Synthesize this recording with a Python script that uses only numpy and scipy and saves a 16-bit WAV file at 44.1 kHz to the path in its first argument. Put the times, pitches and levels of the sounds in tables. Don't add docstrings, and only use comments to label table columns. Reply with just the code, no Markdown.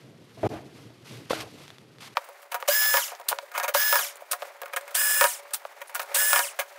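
import sys
import numpy as np
from scipy import signal
from scipy.fft import rfft, irfft, next_fast_len
from scipy.io import wavfile

SR = 44100
rng = np.random.default_rng(int(sys.argv[2]) if len(sys.argv) > 2 else 0)


def digitize_waveform(pressure):
    field = np.atleast_2d(pressure).T
    bounded = np.clip(field, -1, 1)
    quanta = np.round(bounded * 32767).astype(np.int16)
    wavfile.write(sys.argv[1], SR, quanta)


def volts_from_decibels(level):
    exponent = np.asarray(level, float) / 20
    return 10 ** exponent


N = 299192
HUM_HZ, QUIET_DB = 119.5, -60


def rms_one(x):
    return x / np.sqrt(np.mean(x ** 2) + 1e-20)


def in_time(spans):
    s, *columns = np.transpose(np.vstack(spans))
    return [np.interp(np.arange(N) / SR, s, c) for c in columns]


def gate(start, end, edge):
    return np.interp(np.arange(N) / SR, [start, start + edge, end - edge, end], [0, 1, 1, 0])


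def drift(rate):
    r = np.exp(-32 * np.pi * rate / SR)
    slow = signal.lfilter([1], [1, -2 * r, r * r], rng.standard_normal(N // 16 + 602))[600:]
    return np.interp(np.arange(N) / 16, np.arange(len(slow)), rms_one(slow))


def coloured(x, spectrum):
    hz, db = np.transpose(spectrum)
    size = next_fast_len(N, True)
    grid = np.arange(1, size // 2 + 2) * SR / size
    gain = volts_from_decibels(np.interp(np.log(grid), np.log(hz), db, -90, -90))
    return rms_one(irfft(rfft(x, size) * gain, size)[:N])


def grains(per_s, spread_db):
    out = rng.standard_normal(N)
    marked = rng.random(N) < per_s / SR
    out[marked] *= 1 + volts_from_decibels(spread_db * np.minimum(rng.exponential(1, N)[marked], 3))
    return out


def ring(x, hz, t60):
    r, w = volts_from_decibels(-60 / (t60 * SR)), 2 * np.pi * hz / SR
    return signal.lfilter([0, np.sin(w)], [1, -2 * r * np.cos(w), r * r], x + 1e-18)


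def cut(x, order, hz, kind="high"):
    return signal.sosfilt(signal.butter(order, hz, kind, fs=SR, output="sos"), x)


def room_tone(spectrum, hum_hz, width_hz, hum_db):
    hum = rms_one(ring(rng.standard_normal(N), hum_hz, 2.2 / width_hz))
    return rms_one(coloured(rng.standard_normal(N), spectrum) + volts_from_decibels(hum_db) * hum)


# frequency in Hz, level in dB per Hz.
ROOM = [(18, -69), (30, -52), (134, 0.5), (180, -5.5), (362, -6.5), (441, -8), (487, -11.5), (644, -15),
        (2700, -71.5), (3230, -34), (3500, -35), (4550, -62), (7700, -120)]
# start in seconds, level in dB, seconds to fall 10 dB.
SETTLE = [
    (.38, -41, 0.2259),
    (1.08, -52, 0.3146),
    (1.36, -35.5, 0.0008),
]


def quiet_room(hands_db):
    t = np.arange(N) / SR
    low = volts_from_decibels(-54 + 0.1393 * (hands_db - QUIET_DB))
    for s, db, fall_s in SETTLE:
        low += gate(s, 99, 0.0656) * volts_from_decibels(db) * np.exp(-np.log(10) / 2 * np.clip(t - s, 0, 2) / fall_s)
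    return room_tone(ROOM, HUM_HZ, width_hz=6, hum_db=-6) * low * volts_from_decibels(2.569 * drift(8.508))


# frequency in Hz, level in dB per Hz.
MID = [(400, -20.5), (700, -7.5), (1200, -6), (2500, -12), (3500, -18)]
# frequency in Hz, level in dB per Hz.
SLEEVE = [(1180, -47.5), (2000, -6), (2420, -8), (2620, -6.5), (4490, -7.5), (7510, -16.5), (12400, -18.5),
          (16000, -40)]
# start and end in seconds, mid level in dB, bright level in dB.
DRAGS = [
    (0.449, 0.476, -49.5, -55.5),
    (.5, .6, -52, -62),
    (1.043, 1.194, -60, -55.5),
    (1.296, 1.323, -39, -39),
    (1.31, 1.441, -43.5, -42.5),
    (1.403, 1.413, -60.5, -43),
    (2.002, 2.089, -54.5, -49.5),
    (2.021, 2.154, -65.5, -60.5),
]


def sleeve_rustle(hands_db):
    mid, sleeve = volts_from_decibels(hands_db - 1), volts_from_decibels(hands_db + 0.088)
    for start, end, mid_db, bright_db in DRAGS:
        drag = gate(start, end, .12 * (end - start))
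        mid += volts_from_decibels(mid_db) * drag
        sleeve += volts_from_decibels(bright_db) * drag
    dull = coloured(grains(200, 4.0), MID) * mid * volts_from_decibels(1.5 * drift(30))
    return dull + coloured(grains(500, 4.0), SLEEVE) * sleeve * volts_from_decibels(1.5 * drift(30))


# frequency in Hz, width in Hz, level in dB.
BENCH = [
    (121.49, 4.907, -2.5),
    (323.48, 4.31, -1),
    (434.6, 47.74, 1.5),
    (654.1, 113.15, 3),
]
# start and end in seconds, level in dB, fade in dB per second.
SHAKES = [
    (.43, 0.4711, -21, 11),
    (0.502, 0.53407, -36.5, -90),
    (0.535, 0.7, -33, 172),
    (0.373, 0.40334, -46, 50),
    (1.303, 1.303, -34, 0),
    (1.317, 1.4882, -39, 39),
]


def bench_shakes():
    t, out = np.arange(N) / SR, np.zeros(N)
    jolts = grains(150, 4.0)
    bench = rms_one(sum(volts_from_decibels(db) * rms_one(ring(jolts, hz, 1.5386 / width)) for hz, width, db in BENCH))
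    for start, end, db, fade in SHAKES:
        during = slice(round(start * SR), round(end * SR))
        shaken = (bench * gate(start, end, 0.001303))[during]
        out[during] += shaken * volts_from_decibels(db - fade * (t[during] - start))
    return out


# time in seconds, peak in dB, pitch in Hz, t60 in seconds.
KNOCKS = [
    (0.904, -36, 301.4, 0.04025),
    (1.307, -9, 521.9, 0.03135),
    (1.311, -11.5, 913.5, 0.007674),
    (1.332, -10, 664.5, 0.01559),
    (1.66, -47.5, 2500, 0.003596),
    (1.68, -26, 2546, 0.001726),
    (1.704, -24, 1648, 0.001854),
    (1.784, -27.5, 1980, 0.001098),
    (1.985, -31, 2009, 0.00239),
    (2.008, -32, 1484, 0.003986),
]


def knocks():
    out = np.zeros(N)
    for s, db, hz, t60 in KNOCKS:
        click = np.zeros(SR // 8)
        click[0] = volts_from_decibels(db - 4.5)
        overtone = 0.5578 * ring(click, 2.0855 * hz, t60)
        surface = 0.2894 * ring(click, 3506.2, 0.00932)
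        out[round(s * SR):][:len(click)] += ring(click, hz, t60) + overtone + surface
    return out


# time in seconds, rustle in dB.
HANDS_SLOW = [(0, -60.5), (.15, -65.5), (.34, -61.5), (.43, -56), (.7, -61), (.8, -57), (.98, -64),
              (1.12, -59), (1.45, -53.5), (1.53, -59), (1.62, -53.5), (1.86, -65.5), (2.0, -62),
              (2.145, -61.5)]
# start and end in seconds, level in dB.
DROPOUT = (.477, 0.4907, -29)


def slow_part():
    hands_db, = in_time([HANDS_SLOW])
    out = quiet_room(hands_db) + sleeve_rustle(hands_db) + bench_shakes() + knocks()
    start, end, dip_db = DROPOUT
    return out * (1 - (1 - volts_from_decibels(dip_db)) * gate(start, end, 0.000863))


# time in seconds, rustle in dB.
HANDS_FAST = [(2.155, -55), (2.5, -66.5), (2.66, -58.5), (3.14, -56), (3.24, -64), (3.35, -56.5),
              (3.47, -62), (3.6, -56.5), (3.73, -59.5), (4.15, -58.5), (4.28, -63), (4.44, -53),
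              (4.62, -64.5), (4.86, -57), (5.9, -60), (6.13, -51), (6.67, -58.5), (6.78, -58)]
# frequency in Hz, level in dB per Hz.
FAST_ROOM = [(240, -56.5), (400, -6), (561, -4), (650, 2), (1090, -0.5), (2240, -3.5), (3040, -15.5),
             (5000, -21.5), (6500, -53.5), (11000, -110)]
# frequency in Hz, level in dB per Hz.
FAST_RUSTLE = [(1500, -25.5), (2500, -2), (4000, -3), (6000, -4.5), (10000, -6.5), (14000, -7),
               (16500, -7.5)]


def fast_bed():
    speed_up = 4.76
    rustle_db, = in_time([HANDS_FAST])
    room_db = -50 + 0.7345 * (rustle_db - QUIET_DB)
    room = room_tone(FAST_ROOM, HUM_HZ * speed_up, width_hz=7, hum_db=-5) * volts_from_decibels(room_db + 2.51 * drift(30.2))
    room += volts_from_decibels(-68) * rms_one(ring(rng.standard_normal(N), hz=400, t60=.03))
    return room + coloured(grains(540, 3.2), FAST_RUSTLE) * volts_from_decibels(rustle_db + 2.355 * drift(50))


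# frequency in Hz, level in dB, t60 in seconds.
CHASSIS = [(580.44, 0, 0.08804), (727.14, -11, 0.14475), (780.03, -6, 0.05284), (963.45, -4, 0.09761),
           (1109.4, 1, 0.02874), (1265.2, 5, 0.02661), (1422.7, 7, 0.02387), (1637.1, 4, 0.03486),
           (1808.2, 3, 0.03183), (2162.2, 5.5, 0.019706), (2373, -1.5, 0.02036), (2946.1, -11.5, 0.05625),
           (3106, -34, .012), (4504, -41.5, 0.0067)]


def chassis(push, strengths, ring_share):
    return sum(volts_from_decibels(db + k) * ring(push, hz, t60 * ring_share) for (hz, db, t60), k in zip(CHASSIS, strengths))


def mode_luck(rows):
    return rng.normal(0, 1.8, (len(rows), len(CHASSIS)))


def boom(db):
    return db * (np.arange(len(CHASSIS)) == 0)


def by_time(kinds):
    return sorted((*row, *traits) for table, *traits in kinds for row in table)


def bent(x, lag_s):
    size = next_fast_len(len(x) + 1024, True)
    hz = np.fft.rfftfreq(size, 1 / SR)
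    delay_turns = lag_s * (2 * np.sqrt(1000 * hz) - hz / 4)
    return irfft(rfft(x, size) * np.exp(-2j * np.pi * delay_turns), size)[:len(x)]


# frequency in Hz, level in dB per Hz.
BRIGHT = [(2500, -1.5), (3800, -3), (5000, -4.5), (7200, -4), (10000, -2.5), (14000, -0.5), (16500, 4.5)]
# time in seconds, peak in dB, hardness 0-1, boom of the lowest mode in dB.
CLACKS = [
    (2.94, -2.5, 0.43, -0.5),
    (2.97, -5, 0.72, -3.5),
    (3.926, -3.5, 0.58, 4),
    (3.956, -3.5, 0.42, 2.5),
    (3.99, -10.5, 0.6, -5.5),
    (5.211, -1.5, 0.59, 3.5),
    (5.241, -3, 0.64, 4),
    (6.331, -2, 0.95, -1),
    (6.36, -4.5, 0.95, -5),
    (6.392, -4, 0.58, -7),
]
# time in seconds, peak in dB, hardness 0-1, boom in dB.
TICKS = [(2.17, -0.5, 0.41, -3.5), (2.176, -12.5, 0.45, 10), (2.521, -17, .5, -5), (2.6255, -10, 0.3, -9.5),
         (3.3138, -8.5, 0.08, -3.5), (3.319, -8, 0.38, -4.5), (3.3272, -4, 0.17, -12.5),
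         (3.387, -10, 0.56, -20), (3.5785, -9, .3, -5), (3.5995, -14, .3, -5), (3.679, -17, .2, -5),
         (4.208, -30.5, 0.23, -3), (4.22, -18.5, 0.04, -5), (4.4212, -11.5, 0.37, 11.5),
         (4.427, -11.5, 0.23, 5.5), (4.634, -15, 0.3, 2), (5.6512, -11.5, 0.19, -11.5),
         (5.995, -13.5, 0.7, -14)]
# time in seconds, peak in dB, hardness 0-1, boom in dB.
RAPS = [(2.288, -23, 0, -4), (2.52, -18.5, 0.56, -7), (2.544, -12, 0.4, -11), (2.683, -9, 0.07, 11),
        (3.119, -20, 0, -11.5), (3.198, -20, 0.01, -13), (3.214, -30, 0.68, -6.5), (3.338, -30.5, 0, 7.5),
        (3.427, -29, 0, 7.5), (3.486, -34.5, 0, 5.5), (3.578, -12, 0.47, -2), (3.748, -1.5, 0.37, 4.5),
        (4.332, -10, 0.66, 2.5), (4.47, -26.5, 0, 3), (4.915, -31, 0.4, -8)]
# time in seconds, peak in dB, hardness 0-1, boom in dB.
FLICKS = [(3.345, -30.5, 0.35, 1), (3.517, -26, 0.43, -1.5), (3.599, -14, 0.64, -9),
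          (3.646, -18, 0.59, -6.5), (4.617, -18.5, 0.37, 3.5), (4.81, -30, 0.49, -0.76),
          (4.879, -26, 1, -2.5), (5.508, -28, 0.55, 10.7616), (6.03, -28, 0.64, -8.5)]


def taps():
    out, since = np.zeros(N), np.arange(SR // 8) / SR
    rows = by_time([(CLACKS, -16.5, 0.6178, .00005), (TICKS, -37, 0.14483, 0.0007966),
                    (RAPS, -24, 0.47247, .0001), (FLICKS, -17, 0.6724, .0001)])
    air, rebounds = coloured(rng.standard_normal(N), BRIGHT), grains(650, 2.153)
    for (s, peak_db, hardness, boom_db, fizz_db, ringing, lag_s), strengths in zip(rows, mode_luck(rows)):
        at = round(s * SR)
        during = slice(at, at + len(since))
        pace = 2 * np.pi * 1000 * 12 ** np.clip(hardness, -.4, 1) * since
        click = pace ** 3 * np.exp(-pace)
        train = 0.06982 * rebounds[during] * np.exp(-since / (0.021573 * ringing))
        train[0] = 1
        push = signal.fftconvolve(train, click[:200])[:len(since)]
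        rung = chassis(push, strengths + boom(boom_db), 1.8158 * ringing)
        direct = np.gradient(click)
        direct = np.clip(hardness + .25, 0, 1) * direct / direct.max()
        hit = -0.8 * rung / np.abs(rung).max() - 0.8 * direct
        fizz = air[during] * np.exp(-since / 0.00471)
        out[during] += volts_from_decibels(peak_db) * bent(hit, lag_s) + volts_from_decibels(peak_db + fizz_db) * fizz
    return out


# time in seconds, peak in dB, length in seconds, body re
# peak in dB, boom of the lowest mode in dB.
SKIDS = [
    (2.241, -41, 0.00737, -19.5, -2),
    (3.2835, -12, 0.012049, -13.5, -9),
    (3.3824, -47.5, 0.00138, -16.5, 0.4287),
    (4.155, -43, 0.00405, -16, -3),
    (4.167, -39, 0.00431, -20.5, 0.3283),
    (4.311, -15, 0.012413, -9.5, 7.5),
    (4.9478, -16, 0.00866, -10, 0.3879),
    (5.533, -15.5, 0.012244, -12.5, -9),
    (6.1424, -14.5, 0.01953, -6.5, 9.5),
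]
SCUFFS = [
    (2.4169, -42, 0.004833, -14.5, 2),
    (2.676, -15.5, 0.01583, -2, 3.8977),
    (3.577, -20.5, 0.006406, -15, 0.5),
    (3.738, -18.5, 0.019, -10, 7),
    (4.907, -34, 0.005024, -5.5, 4),
    (5.941, -37.5, 0.00478, -2, 1),
    (5.9478, -19, 0.0115, -1, -9.5),
    (5.995, -23, 0.006577, 3.5, -1.5),
    (6.014, -26.5, 0.00683, -4, 4.5),
    (6.702, -51, 0.00761, 3.5, 3.5),
]
SCRAPES = [(2.426, -42.5, 0.00603, 2.92, 0.0998), (2.5152, -27.5, 0.00969, 3.04, 0.101),
           (2.5418, -24.5, 0.00986, 3.38, 0.1), (2.599, -35.5, 0.01, 2.317, 0.0997),
           (3.187, -50.5, 0.00923, 5.11, 0.0992), (4.204, -44.5, 0.0119, 2.914, 0.1),
           (4.657, -33, 0.00277, 3.644, 0.1001), (4.6793, -40, 0.002982, 2.93, 0.1),
           (4.727, -41, 0.003327, 3.78, 0.1003), (4.7334, -28, 0.004666, 7.445, 7.16),
           (4.761, -20.5, 0.008838, 5.296, 0.1), (5.894, -37, 0.00438, 3.67, 0.1001),
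           (6.5884, -17.5, 0.012697, 3.622, 0.102)]
SEATINGS = [(2.653, -50.5, 0.00414, 5.09, 7), (3.262, -55, 0.00883, 13.98, 5.),
            (3.374, -46.5, 0.001693, 9.3, 22), (3.538, -37, 0.00948, 8.77, -7),
            (3.548, -33, 0.02217, 12.173, -12), (3.606, -40, 0.00841, 2.855, -3.5),
            (3.628, -23, 0.008417, 4.27, 11), (3.638, -26, 0.008533, 8.17, -4.5),
            (3.679, -19, 0.005238, 2.317, 11), (3.686, -25, 0.00846, 7.568, 14),
            (4.265, -55, 0.00726, 4.59, 7.5), (5.806, -40.5, 0.003843, 6.14, 14.9656),
            (5.815, -31.5, 0.004635, 5.478, 8.5)]


def scuffs():
    out = np.zeros(N)
    rows = by_time([(SKIDS, -19, 9200), (SCUFFS, -29, 6240), (SCRAPES, -27, 6240), (SEATINGS, -19.5, 6240)])
    grit, air = grains(500, 5.0), coloured(grains(1100, 2.5), BRIGHT)
    for (s, peak_db, length, body_db, boom_db, bit_db, bit_hz), strengths in zip(rows, mode_luck(rows)):
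        at = round(s * SR)
        since = np.arange(min(N - at, SR // 6)) / SR
        during = slice(at, at + len(since))
        rise = 0.001394 + 0.2822 * length
        fade = np.exp(-since / np.clip(length, .001, .04)) * (1 - np.exp(-since / np.clip(rise, .0003, .03)))
        fade = fade / fade.max()
        rubbing = grit[during] * fade
        rung = chassis(rubbing, strengths + boom(boom_db), 0.7036)
        body = volts_from_decibels(body_db) * rung / np.std(rung[:800])
        steel = volts_from_decibels(bit_db) * ring(rubbing, bit_hz, t60=0.00547)
        out[during] += volts_from_decibels(peak_db - 10.5) * (air[during] * fade + body + steel)
    return out


# time in seconds, peak in dB, pitch in Hz.
SPARKS = [(2.523, -30.5, 8980), (2.545, -17, 13100), (2.603, -40, 7000), (2.687, -8.5, 7198),
          (3.151, -30, 5793), (3.161, -40.5, 5996), (3.2875, -14, 3995), (3.2878, -9.5, 8996),
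          (3.2888, -19.5, 12990), (3.293, -29.5, 11030), (3.578, -28.5, 6213), (3.6, -22, 6254),
          (3.635, -20, 6303), (3.685, -23.5, 14010), (3.748, -12.5, 8974), (4.157, -31.5, 7968),
          (4.315, -14.5, 9015), (4.3213, -12.5, 9030), (4.617, -30, 11040), (4.652, -42, 11000),
          (4.734, -32.5, 11100), (4.763, -18, 9260), (4.769, -26, 9030), (4.812, -35, 8977),
          (4.952, -6.5, 9154), (5.537, -13.5, 8990), (5.5452, -11.5, 8990), (5.5505, -21.5, 9860),
          (5.874, -39, 10520), (5.877, -43, 9500), (5.881, -36, 9000), (5.883, -39, 10000),
          (5.887, -46.5, 9000), (5.895, -46.5, 9500), (5.899, -40, 10490), (5.906, -43, 10000),
          (5.915, -45, 9000), (5.948, -17.5, 9050), (5.953, -22, 14000), (5.956, -25.5, 8110),
          (5.98, -44, 10000), (5.997, -32, 9010), (6.031, -25, 10970), (6.147, -11, 8023),
          (6.15, -15, 13500), (6.152, -16, 9500), (6.156, -19, 6500), (6.595, -24, 9110)]


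def sparks():
    out, since = np.zeros(N + SR), np.arange(400) / SR
    bursts = rng.standard_normal((len(SPARKS), len(since))) * np.exp(-since / 0.0005)
    for (s, db, hz), burst in zip(SPARKS, bursts):
        ping = ring(burst, hz, t60=.002)
        out[round(s * SR):][:len(since)] += volts_from_decibels(db) * ping / np.abs(ping).max()
    return out[:N]


COAST_S, BRAKE = .146, .4


def coast_down(since, least=.02):
    return np.clip((1 + BRAKE) * np.exp(-since / COAST_S) - BRAKE, least, 1)


BURSTS = [
    (2.677, 2.977),
    (3.740, 3.976),
    (4.943, 5.252),
    (6.142, 6.380),
]


def trigger():
    t = np.arange(N) / SR
    stop_s = COAST_S * np.log(1 + 1 / BRAKE)
    speed, coasting, on = np.ones(N), np.zeros(N), np.zeros(N)
    for start, release in BURSTS:
        inside = gate(start, release + stop_s, 0.006204)
        since = np.clip(t - release, 0, 1) * (inside > 0)
        speed *= 1 - .6 * np.exp(-(np.minimum(np.abs(t - start), .5) / .016) ** 1.25)
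        speed *= coast_down(since)
        coasting += since
        on += inside
    return speed, coasting, on


# time in seconds, frequency in Hz.
SPEED_EARLY = [
    [(2.74, 15230), (2.762, 15415), (2.97, 15503)],
    [(3.8, 15253), (3.848, 15424), (3.965, 15427)],
]
# time in seconds, frequency in Hz.
SPEED = [
    [(5.0, 15300), (5.12, 15380), (5.2, 15510), (5.24, 15550)],
    [(6.2, 15440), (6.255, 15360), (6.3, 15515), (6.34, 15455), (6.37, 15460)],
]
# first crest and end in seconds, turn in seconds, swing in Hz.
BINDING = (4.983, 5.19, .0302, 95)


def rotor_pitch(speed):
    t = np.arange(N) / SR
    mesh_hz, = in_time(SPEED_EARLY + SPEED)
    crest, end, turn_s, swing_hz = BINDING
    wobble = gate(crest, end, .05) * np.cos(2 * np.pi * (t - crest) / turn_s)
    return (mesh_hz + swing_hz * wobble) / 9 * speed


# frequency in Hz, level in dB.
BLOOM = [
    (1300, -10),
    (1540, -7),
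    (1625, 1),
    (1670, -9),
    (1705, 0),
    (1800, 0),
]
# frequency in Hz, level in dB.
HOUSING = [(1300, -16), (1750, -9), (2000, -12), (2400, -3), (2900, 0), (3400, -6), (4300, -10), (5000, 0),
           (5700, 1), (6500, -5), (7500, -4), (9000, -8), (12000, -1), (15500, 0)]
# multiple of the rotor, dB driven, dB coasting, both re the mesh tone
ORDER_LEVELS = [
    (2, -18, -25),
    (3, 0, -2),
    (5, -15, -26),
    (6, -19, -3),
    (7, -18, -22),
    (8, -17, -24),
    (9, 0, -6),
    (12, -30, -29),
    (18, -30, -22),
]


def rotor_tones(rotor_hz, turn, speed, coasting, on, rotor_db, mesh_db, third_db):
    driven = np.exp(-coasting / .014)
    bloom_db = np.interp(rotor_hz, *np.transpose(BLOOM)) * driven
    level = volts_from_decibels(rotor_db + 5.5 + bloom_db + .7 * drift(60)) * speed ** (7 - 5 * driven)
    tones = level * np.sin(turn + .07 * drift(50))
    busy = on > 0
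    fade_db = (135 * coasting)[busy]
    short = (driven * (1 - speed))[busy]
    for multiple, driven_db, coast_db in ORDER_LEVELS:
        hz = multiple * rotor_hz[busy]
        coast_db = mesh_db[busy] + 3 + coast_db + np.interp(hz, *np.transpose(HOUSING))
        driven_db = driven_db + (third_db + 6 if multiple == 3 else mesh_db + 3)[busy]
        flutter_db = (2. * drift(150) + 2.5 * (1 - driven) * drift(40))[busy]
        level_db = coast_db + driven[busy] * (driven_db - coast_db) - fade_db
        level_db = level_db - 9 * (multiple - 3) * short + flutter_db
        wave = np.sin(multiple * turn[busy] + .15 * drift(100)[busy])
        tones[busy] += (hz < .45 * SR) * volts_from_decibels(level_db) * wave
    return tones


# frequency in Hz, level in dB per Hz.
RATTLE = [(300, -3.5), (560, -14.5), (1000, -6.5), (1500, -4.5), (1900, -5), (2200, -1.5), (2500, -12),
          (3000, -5), (4300, -9), (5500, -4.5), (7000, -5.5)]
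# frequency in Hz, t60 in seconds, level in dB.
GEARBOX = [(579.93, 0.0563, -7.5), (1371.2, 0.0515, -8), (1488, 0.0837, 4), (1770.5, 0.05456, 9),
           (2142.4, 0.0732, -7.5), (2477.1, 0.021, 2), (2824.5, 0.0274, 3), (3422.4, 0.067, -18),
           (5819.8, 0.04705, -6.5)]


def gear_rattle(left, running, rattle_db, gear_db):
    left_db = 20 * np.log10(left)
    rattle_db = rattle_db + 3 * np.exp(-running / 0.04593) + 0.9567 * left_db
    rattle = coloured(grains(570, 2.092), RATTLE) * volts_from_decibels(rattle_db + 2.467 * drift(81))
    teeth = grains(230, 4.46)
    gears = rms_one(sum(volts_from_decibels(db) * rms_one(ring(teeth, hz, t60)) for hz, t60, db in GEARBOX))
    return rattle + gears * volts_from_decibels(gear_db + 4.254 * left_db + 2.0 * drift(33.68))


# low band in Hz, its level in dB,
# high band in Hz, its level in dB.
VENTS = [
    (7352.7, -2.5, 12525, -3.537),
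    (7345.6, -8.5, 12568, -6.5),
    (9088, -7.0758, 10528, -5),
    (8808, -6, 10520, -2),
]


def vented(hiss):
    out = hiss.copy()
    for (start, release), (low_hz, low_db, high_hz, high_db) in zip(BURSTS, VENTS):
        during = slice(round(start * SR), round((release + COAST_S) * SR))
        for hz, db in ((low_hz, low_db), (high_hz, high_db)):
            out[during] += volts_from_decibels(db - 6) * rms_one(ring(hiss[during], hz, t60=0.002649))
    return out


# frequency in Hz, level in dB per Hz.
HISS = [(4000, -28.5), (5500, -24.5), (7100, -2.5), (8600, 0.5), (9600, 2.5), (10400, 0.5), (12100, 4.5),
        (14000, 0), (16500, -0.5)]


def brush_hiss(left, running, speed, coasting, turn, hiss_db):
    loaded = np.exp(-coasting / 0.0229)
    hiss_db = loaded * (hiss_db - 3.5 * running) + (1 - loaded) * -29
    hiss_db = hiss_db + 2.291 * 20 * np.log10(np.tanh(left / 0.28053))
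    hiss = vented(coloured(grains(1300, 1.9), HISS)) * volts_from_decibels(hiss_db - 2.0 + 1.0 * drift(130))
    hiss *= 1 + 0.4997 * np.sin(turn)
    dull = cut(hiss, 2, 10000, "low")
    return dull + np.sqrt(speed) * (hiss - dull)


# mesh, rotor tone, third order, housing rattle, brush hiss
# and gearbox ring, all in dB.
BURST_LEVELS = [
    (-27.5, -29, -37, -33.5, -26.5, -40),
    (-27, -30, -39.5, -33, -28.5, -37.5),
    (-30.5, -32, -40, -37.5, -23.5, -32),
    (-28.5, -31.5, -43.5, -36, -23, -34.5),
]


def driver():
    speed, coasting, on = trigger()
    t = np.arange(N) / SR
    burst = np.searchsorted([start for start, _ in BURSTS[1:]], t)
    mesh_db, rotor_db, third_db, rattle_db, hiss_db, gear_db = np.array(BURST_LEVELS)[burst].T
    running = np.clip(t - np.array(BURSTS)[burst, 0], 0, np.ptp(BURSTS, axis=1)[burst])
    mesh_db, third_db = mesh_db - 4 * (running - .1), third_db - 8 * running
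    rotor_hz = rotor_pitch(speed)
    turn = 2 * np.pi * np.cumsum(rotor_hz) / SR
    left = coast_down(coasting)
    tones = rotor_tones(rotor_hz, turn, speed, coasting, on, rotor_db, mesh_db, third_db)
    rattle = gear_rattle(left, running, rattle_db, gear_db)
    return on * (tones + rattle + brush_hiss(left, running, speed, coasting, turn, hiss_db))


def workshop(x):
    lag = np.arange(SR // 5) / SR
    tail = rng.standard_normal(len(lag)) * volts_from_decibels(-60 * lag / .08) * (lag > .002)
    return signal.fftconvolve(x, tail / np.linalg.norm(tail))[:N]


def microphone(near):
    return cut(near, 8, 550) + volts_from_decibels(-30) * cut(near, 3, 262) + volts_from_decibels(-32.5) * near ** 2


def scene():
    change_s = 2.147
    slow = cut(slow_part(), 4, 75)
    bed = cut(fast_bed(), 3, 400)
    near = taps() + scuffs() + sparks() + driver()
    near = near + volts_from_decibels(-15) * workshop(near)
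    fast = microphone(near) + bed
    return (slow * gate(-1, change_s, 0.006394) + fast * gate(change_s, 99, 0.01313))[None]


def top_cut(x):
    return signal.sosfilt(signal.butter(12, 16980, fs=SR, output="sos"), x)


def record(dry):
    mix = signal.sosfilt(signal.ellip(10, .5, 50, 15700, fs=SR, output="sos"), dry)
    return top_cut(mix)


dry = scene()
out = record(dry)
digitize_waveform(out)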